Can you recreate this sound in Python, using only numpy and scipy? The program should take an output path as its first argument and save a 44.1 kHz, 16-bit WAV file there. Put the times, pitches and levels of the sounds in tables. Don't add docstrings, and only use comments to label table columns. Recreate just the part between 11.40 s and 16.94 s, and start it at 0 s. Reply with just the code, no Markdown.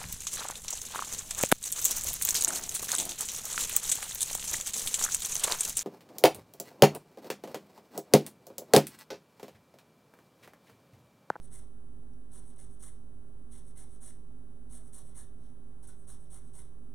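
import sys
import numpy as np
from scipy import signal
from scipy.fft import rfft, irfft, next_fast_len
from scipy.io import wavfile

SR = 44100
rng = np.random.default_rng(int(sys.argv[2]) if len(sys.argv) > 2 else 0)


def master_out(mix):
    frames = np.transpose(np.atleast_2d(mix))
    ceiling = np.clip(frames, -1, 1)
    pcm = np.round(ceiling * 32767).astype(np.int16)
    wavfile.write(sys.argv[1], SR, pcm)


def volts_from_decibels(level):
    exponent = np.asarray(level, float) / 20
    return 10 ** exponent


N = 244314
LEFT_RIGHT = np.array([[1], [-1]])


def zester():
    # pitch_hz, level_db
    snap_colour = [(4500, -12), (5800, -34), (6700, -0.5), (8300, 1), (9400, -6), (11000, -5.5),
                   (12500, -10.5), (15000, -12)]
    # pitch_hz, level_db
    scrape_colour = [(2300, 2.5), (3000, -1), (3500, 5), (3900, -9.5), (4600, 9), (6000, 5.5)]
    # pitch_hz, level_db
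    rub_colour = [(450, -11.5), (700, 4), (1000, -8), (1300, 0.5), (1700, -1.5), (2100, 7)]
    contact_db, body_lag_s = -80, .005
    press_db, dull_db = pressure()
    late_db = np.interp(np.arange(N) - body_lag_s * SR, np.arange(N), press_db)
    body_db = dull_db + np.minimum(late_db - contact_db, 0)
    swing_db = np.maximum(late_db, contact_db) + 61.5
    grip = volts_from_decibels(1.5 * drift(60) + 1.5 * drift(250))

    snaps = tears(snap_colour, per_s=30000, spread_db=2.0, cycles=19.5, patchy_db=0.0, count=16)
    scrape = tears(scrape_colour, per_s=9000, spread_db=1.5, cycles=4.5, patchy_db=-1.0, count=10)
    rub = tears(rub_colour, per_s=5000, spread_db=0.0, cycles=9.5, patchy_db=3.5, count=10)
    snaps = volts_from_decibels(press_db + 8.0) * snaps
    scrape = volts_from_decibels(-58 + 0.51 * swing_db + body_db) * scrape
    rub = volts_from_decibels(-63 + 0.74 * swing_db + body_db) * rub
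    return grip * (snaps + scrape + rub)


def pressure():
    # touch_s, time_to_bite_s, cut_length_s, bite_db, sag_over_cut_db
    cuts = [(0.103, .031, 0.057, -56.5, 6.5), (0.904, 0.031, 0.06, -63, -0.5),
            (1.176, 0.0091, 0.061, -63, 6), (1.393, 0.034, 0.067, -54.5, 8), (2.101, 0.019, 0.068, -65, 0),
            (2.355, 0.022, 0.06, -58.5, 6), (2.605, 0.02, 0.079, -55, 7), (3.294, 0.022, 0.064, -59.5, 0.5),
            (3.524, 0.016, 0.05, -57, 2), (3.745, 0.032, 0.06, -52.5, 17.5),
            (4.423, .006, 0.025, -68.5, -1), (4.469, .006, 0.054, -59.5, 12.5),
            (4.67, 0.016, 0.059, -57.5, 8), (4.896, 0.021, 0.071, -59, 6), (5.13, 0.026, 0.059, -59, 3)]
    # start_s, length_s, peak_db, dullness_db
    returns = [(0.0, 0.081, -69, -2.5), (1.034, 0.097, -68.5, -5), (1.156, 0.014, -70, -5),
               (1.288, 0.083, -71.5, -10), (1.488, 0.076, -73.5, -4), (2.247, 0.067, -67.5, -6),
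               (2.483, 0.098, -71, -5), (3.412, 0.091, -71.5, -9), (3.635, .09, -67.5, -4),
               (3.966, 0.17, -85, 6.5), (4.556, 0.092, -71.5, -17), (4.774, 0.096, -71.5, -8),
               (5.014, 0.094, -73, -7)]
    touch_s, touch_db = .005, -16
    jolt_s, jolt_db = 0.0014, 2.5
    lift_s, lift_db = .011, -11
    trail_s, trail_db_per_s = .3, 170
    apart_db = -60
    arch_db, arch_top = 13, .55
    t = np.arange(N) / SR
    strokes, dull_db = [], np.zeros(N)
    for start_s, bite_s, cut_s, bite_db, sag_db in cuts:
        press_s = max(bite_s - jolt_s, touch_s / 10)
        steps_s = [start_s - touch_s, touch_s, press_s, jolt_s, cut_s, lift_s, trail_s]
        steps_db = [apart_db, touch_db - apart_db, -touch_db - jolt_db, jolt_db,
                    -sag_db, lift_db, -trail_s * trail_db_per_s]
        strokes.append(np.interp(t, np.cumsum(steps_s), bite_db + np.cumsum(steps_db)))
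    for start_s, length_s, peak_db, extra_db in returns:
        along = (t - start_s) / length_s - arch_top
        from_top = np.where(along < 0, -along / arch_top, along / (1 - arch_top))
        from_top = np.minimum(from_top, 10)
        strokes.append(peak_db - arch_db * from_top ** 2)
        dull_db += extra_db * np.clip(1 - from_top ** 2, 0, 1)
    return np.max(strokes, axis=0), dull_db


def tears(colour, per_s, spread_db, cycles, patchy_db, count):
    sizes = volts_from_decibels(spread_db * np.minimum(rng.exponential(1, N), 4)) * rng.choice([-1, 1], N)
    snaps = sizes * (rng.random(N) < per_s / SR) + 1e-18
    patch_of_snap = rng.integers(0, count, N)
    out = np.zeros(N)
    for patch, hz in enumerate(np.geomspace(colour[0][0], colour[-1][0], count)):
        ringing = rms_one(resonance(snaps * (patch_of_snap == patch), hz, hz / cycles))
        level = volts_from_decibels(at_hz(colour, hz) + patchy_db * drift(14.6))
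        out += level * np.sqrt(hz) * ringing
    return rms_one(out)


def ticks():
    # start_s, peak_db, pitch_hz
    knocks = [
        (0.7342, -59, 5670),
        (3.0385, -79, 2560),
    ]
    out = np.zeros(N)
    t = np.arange(SR // 20) / SR
    for start_s, peak_db, hz in knocks:
        ring = volts_from_decibels(peak_db + 2 - 60 * t / .018) * np.sin(2 * np.pi * hz * t)
        out[round(start_s * SR):][:len(t)] += ring
    return out


def nearby(x):
    lags_s = rng.uniform(.0006, .006, (10, 2, 1))
    signs = rng.choice([-1, 1], (10, 2, 1))
    return through(x, lambda hz: np.sum(signs * np.exp(-2j * np.pi * hz * lags_s), axis=0) / np.sqrt(10))


def kitchen(x):
    lags_s = rng.uniform(.006, .03, (6, 2, 1))

    def echoes(hz):
        t60_s = .33 * (hz / 3000 + 0.21) ** -.25
        loops = [volts_from_decibels(-60 * lag / t60_s) * np.exp(-2j * np.pi * hz * lag) for lag in lags_s]
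        return sum(loop / (1 - loop) for loop in loops) / 2
    return through(x, echoes)


def hum():
    tonal = steady_tones() + fan_blade() + fan_booms()
    return volts_from_decibels(0.16 * LEFT_RIGHT) * (fan_rumble() + volts_from_decibels(0.54 * LEFT_RIGHT) * tonal)


def steady_tones():
    # pitch_hz, level_db (rms), wobble_db
    steady = [(49.17, -57.5, 1.5), (119.7, -64.5, 1), (240.8, -70, 5), (383.5, -71, -0.5)]
    t = np.arange(N) / SR
    out = 0
    for hz, level_db, wobble_db in steady:
        phase = 2 * np.pi * (hz * t + rng.random()) + .12 * LEFT_RIGHT
        out = out + volts_from_decibels(level_db + wobble_db * drift(5.8)) * np.sqrt(2) * np.sin(phase)
    return out


def fan_blade():
    # time_s, level_db (rms)
    swells = [(0.0, -74), (0.49, -67.5), (0.52, -65.5), (1.64, -73.5), (1.71, -68.5), (2.08, -72),
              (2.87, -72.5), (2.92, -63), (3.49, -67), (3.5, -79.5), (4.24, -66), (4.7, -73), (5.29, -76),
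              (5.54, -60.5)]
    turns = np.cumsum(254.7 + 3.694 * drift(6.5)) / SR
    level_db = np.interp(np.arange(N) / SR, *np.transpose(swells)) + 2.0 + drift(4.4)
    return volts_from_decibels(level_db) * np.sqrt(2) * np.sin(2 * np.pi * turns + 0.17 * LEFT_RIGHT)


def fan_booms():
    # pitch_hz, width_hz, level_db
    modes = [(61.4, 7.8, -67.5), (90.3, 8, -67.5), (152, 13, -73), (292.4, 3.3, -85.5), (364.5, 5.6, -81)]
    out = np.zeros(N)
    for hz, width_hz, level_db in modes:
        once = resonance(rng.standard_normal(N), hz, width_hz)
        out += volts_from_decibels(level_db) * rms_one(resonance(once, hz, width_hz))
    return out


def fan_rumble():
    # pitch_hz, level_db (per Hz)
    colour = [(6, 3.5), (14, 3), (30, -5), (70, -14.5), (170, -13.5), (280, -20), (500, -24.5), (900, -30),
              (1500, -30.5), (2500, -32.5), (5000, -41.5)]
    # pitch_hz, left_right_likeness (0 to 1)
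    likeness = [(20, .93), (60, 1), (290, 0.97), (640, 0.88), (1400, 0.78)]

    def shared(hz):
        return np.clip(at_hz(likeness, hz), 0, 1)
    mid, side = rng.standard_normal((2, N))
    mid = through(mid, lambda hz: volts_from_decibels(at_hz(colour, hz)) * np.sqrt(1 + shared(hz)))
    side = through(side, lambda hz: volts_from_decibels(at_hz(colour, hz)) * np.sqrt(1 - shared(hz)))
    return volts_from_decibels(-55) * rms_one(mid + side * LEFT_RIGHT)


def rms_one(x):
    return x / np.sqrt(np.mean(x ** 2) + 1e-20)


def at_hz(points, hz):
    table_hz, value = np.array(points).T
    return np.interp(np.log(hz), np.log(table_hz), value)


def drift(rate):
    r = np.exp(-80 * np.pi * rate / SR)
    slow = signal.lfilter([1], [1, -2 * r, r * r], rng.standard_normal(N // 40 + 2002))[2000:]
    return np.interp(np.arange(N) / 40, np.arange(len(slow)), rms_one(slow))


def resonance(x, hz, width):
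    r = np.exp(-np.pi * width / SR)
    poles = [1, -2 * r * np.cos(2 * np.pi * hz / SR), r * r]
    return signal.lfilter([(1 - r * r) / 2, 0, (r * r - 1) / 2], poles, x)


def through(x, response):
    size = next_fast_len(N + SR // 2)
    hz = np.arange(size // 2 + 1) * SR / size + 1e-3
    return irfft(rfft(x, size) * response(hz), size)[..., :N]


def scene():
    def from_left(hz):
        louder = volts_from_decibels(LEFT_RIGHT * 1.7 * np.clip(hz / 8000, 0, 1) ** 2)
        earlier = np.exp(2j * np.pi * hz * LEFT_RIGHT * 3e-6)
        return louder * earlier
    hand = zester() + ticks()
    direct = through(hand, from_left)
    left, right = volts_from_decibels(-8.5) * nearby(hand) + volts_from_decibels(-7) * kitchen(hand)
    apart = through(left - right, lambda hz: 1.26 / (1 + (5200 / hz) ** 4))
    reflected = (left + right + LEFT_RIGHT * apart) / 2
    return direct + reflected + hum()


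def roll_off(x):
    return signal.sosfilt(signal.butter(12, 15620, fs=SR, output="sos"), x)


def record(dry):
    # pitch_hz, level_db (per Hz)
    hiss_colour = [(1500, -3.5), (3300, -4), (5700, 0.5), (8000, -4), (10500, -2.5), (13000, -9),
                   (15500, -10)]
    offset = [
        [-.0080],
        [-.0165],
    ]
    copies, copy_step_s, top_hz = 4, 1 / 9600, 15520

    def comb(hz):
        summed = sum(np.exp(-2j * np.pi * hz * k * copy_step_s) for k in range(copies))
        return (hz < top_hz) * summed / copies
    hiss = through(rng.standard_normal((2, N)), lambda hz: volts_from_decibels(-68 + at_hz(hiss_colour, hz)))
    return roll_off(through(dry + hiss, comb) + offset)


dry = scene()
out = record(dry)
master_out(out)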